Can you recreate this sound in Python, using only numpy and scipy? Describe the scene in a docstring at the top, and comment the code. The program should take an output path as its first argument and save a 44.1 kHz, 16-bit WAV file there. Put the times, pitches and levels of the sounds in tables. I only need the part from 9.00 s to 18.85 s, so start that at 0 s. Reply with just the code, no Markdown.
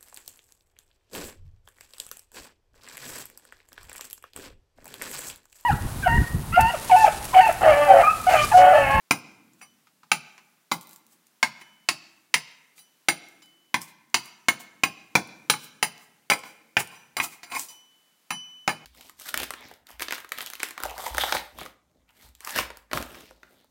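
"""Sharp wooden chops are heard first: a steel hatchet hews a stave standing on a workshop floor, close by.
Each chop excites floor and stave modes, cracks fibres as filtered noise and rings the blade, which the cut damps.
Between chops the edge slides and brushes, single fibres snap, and the blade, lifted out, sings freely.
The shop answers at once, a larger space behind it a tenth of a second later, over a quiet hiss."""
import sys
import numpy as np
from scipy import signal
from scipy.fft import rfft, irfft, next_fast_len
from scipy.io import wavfile
from scipy.ndimage import uniform_filter1d

SR = 44100
rng = np.random.default_rng(int(sys.argv[2]) if len(sys.argv) > 2 else 0)


def put_to_file(sound):
    """Save the sound as 16-bit audio at rate SR, in the file named by the first command-line argument."""
    columns = np.atleast_2d(sound).T  # one column per channel
    safe = np.clip(columns, -1, 1)
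    whole_steps = np.round(safe * 32767)
    wavfile.write(sys.argv[1], SR, whole_steps.astype(np.int16))


N = 434385  # length in samples


# Bending modes of the steel blade: pitch_hz
BLADE_HZ = [3005, 3965, 4750, 5010, 5660, 5905, 7295, 8800, 9490, 9745, 10925, 11700, 12950, 14290, 14760,
            15230]
# The same modes with the blade hanging free: level_db (relative), t60_s
BLADE_FREE = [(-1, 1.4), (2, .15), (0, .28), (-4, .12), (-10, .12), (-1, .6), (-1, .11), (1, .17),
              (-5, .18), (2, .18), (-4, .12), (-13, .12), (-17, .05), (-6, .15), (-3, .09), (-11, .12)]
BLADE = np.column_stack([BLADE_HZ, BLADE_FREE])
# Full blows of the hatchet: start_s, knock_db, low_knock_db, fibre_crack_db, steel_db
CHOPS = [(0.1096, -10.5, -15.5, -15, -20.5), (1.1166, -11, -17, -14.5, -19),
         (1.715, -32.5, -19.5, -26.5, -33), (1.7185, -24, -20, -20, -28),
         (2.4287, -12, -16.5, -14.5, -27.5), (2.8881, -16, -21.5, -13, -24.5),
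         (3.3411, -11, -20.5, -12, -20), (4.0856, -12, -20.5, -14, -17.5), (4.7428, -15.5, -17.5, -19, -29),
         (5.1434, -15, -19, -13, -18), (5.4849, -13, -18, -14.5, -21), (5.8356, -11, -17.5, -16.5, -21.5),
         (6.1537, -10.5, -15.5, -11, -27.5), (6.4991, -12.5, -19.5, -11, -14),
         (6.5379, -28, -29.5, -33.5, -44), (6.8275, -15, -21, -19.5, -18.5),
         (7.3003, -13, -34, -16.5, -20.5), (7.3195, -11.5, -36, -26.5, -30),
         (7.7685, -9.5, -21.5, -18, -29), (8.168, -26.5, -31, -29, -27), (8.2007, -15.5, -23.5, -53, -32),
         (9.6775, -16.5, -17.5, -19, -42)]


def chop(start_s, knock_db, low_db, crack_db, steel_db):
    """Damped modal excitation: the blade judders into the cut and stays there, so all its modes die fast."""
    crunch_t60_s, thud_re_low_db = 0.027, -19
    judder_t60_s, cut_damping_per_s = 0.057, 26
    begin_s, out = knock(start_s, knock_db, low_db + thud_re_low_db, low_db, crack_db, crunch_t60_s)
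    t = np.arange(2048) / SR
    judder = grit(len(t), 2.4) * gain_of(-60 * t / judder_t60_s)
    judder[0] += 10.5  # the landing
    steel = signal.fftconvolve(judder, ring(BLADE, 0.3, cut_damping_per_s, spread_db=2.3))
    add(out, start_s - begin_s, peaked(steel, steel_db))
    return begin_s, out


# The hatchet brushes the stave or leaves the cut: start_s, knock_db, low_knock_db, fibre_crack_db
TOUCHES = [(0.6137, -44, -52, -54), (0.8704, -59.5, -60, -60.5), (1.0328, -60, -50, -57),
           (1.3793, -47.5, -52, -50.5), (2.6131, -47.5, -53, -51.5), (3.7798, -55, -67, -52.5),
           (4.42, -57.5, -61.5, -54.5), (5.5996, -51.5, -56, -53), (7.436, -40, -40, -44),
           (7.9484, -67.5, -60, -58), (8.4317, -41, -47, -40.5), (8.5185, -35.5, -35.5, -38),
           (8.55, -33, -52, -32), (9.3057, -24, -25, -31)]


def touch(start_s, knock_db, low_db, crack_db):
    """Weak impact: a glancing contact gives a longer crunch and little force."""
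    crunch_t60_s, thud_re_low_db = 0.06, -14
    return knock(start_s, knock_db, low_db + thud_re_low_db, low_db, crack_db, crunch_t60_s)


# Lower modes of the stave, before random spread: pitch_hz, level_db (relative), t60_s
STAVE_LOW = [(350, -17, 0.037), (470, -24, 0.0067), (554, -20.5, 0.0086), (700, -12, 0.012),
             (830, 3.5, 0.02), (907.5, 7.5, 0.012), (1044.5, 5.5, 0.015), (1200, 4.5, 0.014),
             (1327, 3.5, 0.0074)]
# Upper modes of the stave, before random spread: pitch_hz, level_db (relative), t60_s
STAVE_HIGH = [(1553, -9.5, 0.022), (1705, -5.5, 0.029), (1729, -2, 0.019), (1944, -0.5, 0.01),
              (2174, -2, 0.024), (2144, -12.5, 0.033), (2406, 4.5, 0.012), (2515, 5.5, 0.0083),
              (2840, 2, 0.003)]
# Spectrum of parting fibres: pitch_hz, level_db (relative)
CRACK = [(150, -25.5), (500, -8), (1500, -7), (3300, 2.5), (5000, 1.2), (7500, -4), (8200, -13.5),
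         (10000, -10), (13000, -20.5), (15500, -13.5)]


def knock(start_s, knock_db, thud_db, low_db, crack_db, crunch_t60_s):
    """Source-filter impact: steel lands on wood, then crushes fibres; this force drives the stave's modes."""
    lead = 64  # samples before the landing
    t = np.arange(-lead, 6000) / SR
    landing = t == 0
    crush = grit(len(t), 4.4) * gain_of(-60 * t / crunch_t60_s) * (t > 0)
    force = crush + 16 * landing  # the landing outweighs the crunch
    low = signal.fftconvolve(force, ring(STAVE_LOW, 0.1, spread_db=2, detune=0.03))
    high = signal.fftconvolve(force, ring(STAVE_HIGH, 0.1, spread_db=2, detune=0.015))
    split = crush + 5 * landing  # the first fibres part all at once
    crack = coloured(split, CRACK) * signal.windows.tukey(len(t), 0.02)
    out = np.zeros(SR)
    add(out, lead / SR, peaked(thud(), thud_db))
    add(out, 0, peaked(low, low_db))
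    add(out, 0, peaked(high, knock_db))
    add(out, 0, peaked(crack, crack_db))
    return start_s - lead / SR, out


# Modes of the floor boards, before random spread: pitch_hz, level_db (relative), t60_s, build_up_s
FLOOR_MODES = [(130, -9, .2, .03), (148, -6, .2, .03), (167, -2, .2, .022), (200, -2, .13, .012),
               (241, 5, .07, .004), (310, -3, .05, .003)]


def thud():
    """Resonance build-up: the floor boards boom, and the deepest modes take longest to reach full strength."""
    t = np.arange(SR // 2) / SR
    boom = np.zeros(len(t))
    for pitch_hz, level_db, t60_s, build_up_s in FLOOR_MODES:
        mode = ring([(pitch_hz, level_db, t60_s)], 0.5, spread_db=0.5, detune=0.037)
        boom += mode * (1 - np.exp(-t / build_up_s))
    return boom


# Spectrum of tearing fibres: pitch_hz, level_db (relative)
TEAR = [(2000, -3), (5000, 2), (7500, 6.5), (10000, 4.5), (13000, 2.5), (16000, 3.5)]
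# The edge slides along the grain or a chip tears loose: loudest_s, wood_db, tearing_db, swell_s, fade_t60_s
SLIDES = [(0.596, -86, -63, 0.017, 0.065), (0.625, -46, -56.5, 0.019, 0.086), (1.74, -58, -36, .01, 0.06),
          (1.815, -72, -53, 0.0057, 0.17), (1.935, -71, -53.5, .08, 0.1), (2.13, -74.5, -57.5, 0.052, .1),
          (2.616, -50, -56, 0.023, 0.05), (3.78, -65, -52.5, 0.027, .2), (4.818, -47.5, -39.5, .015, 0.13),
          (4.886, -61, -52, .03, 0.12), (5.26, -54, -51.5, 0.044, .15), (5.604, -51.5, -42, 0.014, 0.094),
          (6.64, -59, -46.5, 0.068, .15), (6.85, -40.5, -36.5, .01, 0.057), (7.03, -61, -57.5, 0.096, 0.17),
          (7.308, -19.5, -30.5, 0.0059, .08), (7.335, -25, -32, 0.011, 0.027),
          (7.46, -49, -52, 0.036, 0.31), (7.804, -27.5, -25.5, 0.023, 0.03),
          (7.93, -52.5, -57.5, 0.066, 0.41), (8.186, -26, -52, .015, 0.029),
          (8.242, -33.5, -27, 0.038, 0.069), (8.33, -53, -48, 0.081, 0.19), (8.47, -53, -64, 0.032, 0.44),
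          (8.565, -30, -42, 0.068, 0.046), (8.598, -72, -32, 0.049, 0.24), (8.688, -56, -47, 0.004, 0.31),
          (9.692, -25, -53, 0.0046, 0.11)]


def slide(loudest_s, wood_db, tear_db, swell_s, fade_s):
    """Stick-slip friction: grit under the edge drives stave and blade while fibres tear; it swells, then fades."""
    swell_depth_db, steel_re_wood_db, sliding_damping_per_s = 17, -5.5, 18
    t = np.arange(-swell_s, fade_s, 1 / SR)
    push_db = np.where(t < 0, swell_depth_db * t / swell_s, -60 * t / fade_s)
    push = signal.windows.tukey(len(t), 0.05) * gain_of(push_db)
    stave = ring(STAVE_LOW + STAVE_HIGH, 0.1, spread_db=4.5)
    steel = ring(BLADE, 0.1, sliding_damping_per_s, spread_db=2.0)
    body = stave / np.linalg.norm(stave)
    body += gain_of(steel_re_wood_db) * steel / np.linalg.norm(steel)
    out = signal.fftconvolve(gain_of(wood_db) * push * grit(len(t), 3.8), body)
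    tearing = evened(coloured(grit(len(t), 1.9), TEAR))
    add(out, 0, gain_of(tear_db) * push * tearing)
    return loudest_s - swell_s, out


# Single fibres snap as a chip is levered off: start_s, peak_db, pitch_hz
SNAPS = [(0.1885, -49, 13000), (0.5348, -55, 7030), (1.8113, -39, 12900), (1.8308, -46.5, 12450),
         (1.8717, -43, 14100), (1.8931, -42.5, 13480), (1.9106, -45, 12900), (1.9316, -43, 13030),
         (1.961, -40.5, 13500), (2.0662, -50, 12100), (2.2688, -50.5, 9700), (4.2867, -47.5, 13000),
         (4.4594, -54.5, 9700), (4.817, -31, 5200), (5.1003, -57.5, 6130), (5.2574, -41.5, 9900),
         (6.2736, -46.5, 9700), (6.6443, -39, 14200), (6.9794, -46.5, 6000), (7.3916, -39, 7800),
         (7.874, -38.5, 9000), (8.5955, -23, 7800), (8.6348, -38, 8840)]


def snap(start_s, peak_db, pitch_hz):
    """Sudden release of strain: a breaking fibre gives a few bright cycles and a hiss."""
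    t = np.arange(512) / SR
    cycles = np.sin(2 * np.pi * pitch_hz * t)
    hiss = 0.7 * coloured(grit(len(t), 2.2), TEAR)
    burst = (cycles + hiss) * gain_of(-60 * t / 0.0069)  # t60 in s
    return start_s, peaked(burst, peak_db)


# The blade sings once it is nearly free:
# start_s, low_tone_db, upper_tone_db, other_modes_db, contact_damping_per_s, throb_depth (0-1), length_s
RINGS = [(0.616, -56.5, -49.5, -60.5, 1.34, 0.5, 0.35), (2.618, -53.5, -61, -68, 0.14, 0.1, 0.4),
         (3.79, -59, -58, -60, 0.58, 0.04, 0.43), (4.425, -53.5, -77, -61.5, 0.11, 0.05, 0.35),
         (7.956, -69, -54.5, -69, 0.09, 0.1, 0.19), (8.434, -58, -51, -54, 2.5, 0.16, .09),
         (8.685, -48, -43.5, -52.5, 0.033, 0.1, 0.7), (9.305, -32.5, -36.5, -38.5, 0.07, 0.15, 0.42),
         (9.699, -45, -64, -52, 0.71, 0.1, .2)]
LOW_TONE, UPPER_TONE = 0, 5  # rows of the two long-ringing blade modes


def sing(start_s, low_db, upper_db, rest_db, contact_per_s, throb, length_s):
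    """Free vibration until something touches the blade; the low tone throbs when the hatchet swings."""
    t = np.arange(round(length_s * SR)) / SR
    swing = 1 - throb * np.cos(2 * np.pi * 6.1 * (t - 0.178))  # 6.1 Hz
    other_modes = np.delete(BLADE, [LOW_TONE, UPPER_TONE], axis=0)
    low = gain_of(low_db) * swing * ring(BLADE[[LOW_TONE]], length_s, contact_per_s)
    upper = gain_of(upper_db) * ring(BLADE[[UPPER_TONE]], length_s, contact_per_s)
    rest = gain_of(rest_db) * ring(other_modes, length_s, contact_per_s, spread_db=4.5)
    ends = np.clip(np.minimum(t / 0.001, (length_s - t) / 0.006), 0, 1)  # short fades
    return start_s, (low + upper + rest) * ends


# Decay of the near walls: pitch_hz, t60_s
SHOP = [(120, .28), (320, .22), (840, .14), (2200, .12), (5800, .12), (9500, .16), (15000, .15)]
# Decay of the larger space: pitch_hz, t60_s
FAR = [(120, 2.9), (500, 0.78), (2000, 0.85), (5000, 0.48), (10000, 1.13), (16000, 0.11)]
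# Spectrum returned by the larger space: pitch_hz, level_db (relative)
FAR_TONE = [(100, -14.5), (500, -2.94), (2000, -8), (5000, 1), (10000, -21), (16000, -3)]


def rooms(x):
    """Reverberation as convolution: near walls, a murmur through the doorway, then the far wall's return."""
    wet = np.zeros(N)
    turn = np.arange(N) / SR * 2.23  # rad; three versions take turns, as the worker shifts
    for k in range(3):
        near = gain_of(-5.0) * tail(SHOP, 0.0015, 1.3)
        far_wall = gain_of(-25.0) * tail(FAR, 0.13, 1.3)
        doorway = gain_of(-18.0) * tail(FAR, 0.033, 1.3)
        response = near + coloured(far_wall + doorway, FAR_TONE)
        share = np.sqrt(2 / 3) * np.cos(turn + k * np.pi / 3)  # the squared shares always add up to 1
        wet += signal.fftconvolve(x * share, response)[:N]
    return wet


def tail(decays, start_s, seconds):
    """Diffuse reflections: sparse taps of random sign, each band dying at its own speed; energy 1."""
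    taps = np.zeros(round(seconds * SR))
    slots = np.arange(round(start_s * SR), len(taps) - 16, 16)  # one tap in every 16 samples
    taps[slots + rng.integers(0, 16, len(slots))] = rng.choice([-1., 1.], len(slots))
    hz, t, z = signal.stft(taps, SR, nperseg=256)
    fade = gain_of(-60 * t / read(decays, hz)[:, None])
    out = signal.istft(z * fade, SR, nperseg=256)[1]
    return out / np.linalg.norm(out)


# Spectrum of the background: pitch_hz, density_db (per Hz, relative)
AIR = [(60, -34.5), (130, -5.5), (250, 1.5), (500, -4), (1000, -1), (2500, -3.5), (6000, -6), (16000, -8)]


def air():
    """Stationary filtered noise: the quiet of the shop and the microphone's hiss, swelling a little."""
    t = np.arange(N) / SR
    swell = np.zeros(N)
    for rate_hz in np.geomspace(0.2, 6, 16):
        swell += np.sin(2 * np.pi * (rate_hz * t + rng.random())) / np.sqrt(rate_hz)
    level_db = -66.5 + 0.7 * evened(swell)
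    hiss = coloured(rng.standard_normal(next_fast_len(N)), AIR)[:N]
    return gain_of(level_db) * evened(hiss)


def ring(modes, seconds, damping_per_s=0., spread_db=0., detune=0.):
    """Modal superposition: dying sines of alternate sign; contact damping shortens every ring."""
    hz, db, t60 = np.transpose(modes)[:, :, None]
    # where the blow lands changes each mode's share; detune scatters pitch by a fraction
    share_luck, pitch_luck = rng.standard_normal((len(modes), 2)).T[:, :, None]
    t = np.arange(round(seconds * SR)) / SR
    fade_db = 60 * t * (1 / t60 + damping_per_s)
    sign = (-1.) ** np.arange(len(modes))[:, None]
    sines = sign * np.sin(2 * np.pi * hz * (1 + detune * pitch_luck) * t)
    return (gain_of(db + spread_db * share_luck - fade_db) * sines).sum(0)


def grit(count, spread_db):
    """Heavy-tailed noise: uneven little impacts, a few much larger than the rest."""
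    size_db = spread_db * np.minimum(rng.exponential(1, count), 5)
    return evened(rng.standard_normal(count) * gain_of(size_db))


def coloured(x, points):
    """Linear filtering: multiplies the spectrum by (Hz, dB) points."""
    hz = np.fft.rfftfreq(len(x), 1 / SR)
    return irfft(rfft(x) * gain_of(read(points, hz)), len(x))


def read(points, hz):
    """Logarithmic pitch scale: reads (Hz, value) points on a log-frequency axis."""
    f, value = np.transpose(points)
    return np.interp(np.log(hz + 1), np.log(f + 1), value)


def gain_of(db):
    """Level law: decibels to amplitude."""
    return 10 ** (np.asarray(db) / 20)


def evened(x):
    """Mean-power normalisation: scales to rms 1."""
    return x / np.sqrt(np.mean(x ** 2) + 1e-20)


def peaked(x, db):
    """Short-time power normalisation: scales so that the loudest 3 ms reach db."""
    return x * gain_of(db) / np.sqrt(uniform_filter1d(x ** 2, size=128).max() + 1e-20)


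def add(mix, s, sound):
    """Superposition: mixes a sound in at s seconds."""
    part = mix[round(s * SR):][:len(sound)]
    part += sound[:len(part)]


def scene():
    """Superposition of all the work sounds, their rooms and the floor of noise."""
    work, song = np.zeros(N), np.zeros(N)
    for table, source in ((CHOPS, chop), (TOUCHES, touch), (SNAPS, snap), (SLIDES, slide)):
        for row in table:
            add(work, *source(*row))
    for row in RINGS:
        add(song, *sing(*row))
    # the flat blade beams its song forward, so the walls get less of it
    to_walls = work + song * gain_of(-2.0)
    return (work + song + rooms(to_walls) + air())[None]


def record(dry):
    """Transducer limits: the microphone loses deep bass and rounds off loud peaks; then the band limit."""
    bass_cut = signal.butter(3, 120., "high", fs=SR, output="sos")
    thin = signal.sosfilt(bass_cut, dry)
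    soft = 0.8 * np.tanh(thin / 0.88)
    band_limit = signal.firwin(511, 15900, window=("kaiser", 9), fs=SR)  # low-pass edge in Hz
    return signal.oaconvolve(soft, band_limit[None], "same")


dry = scene()
out = record(dry)
put_to_file(out)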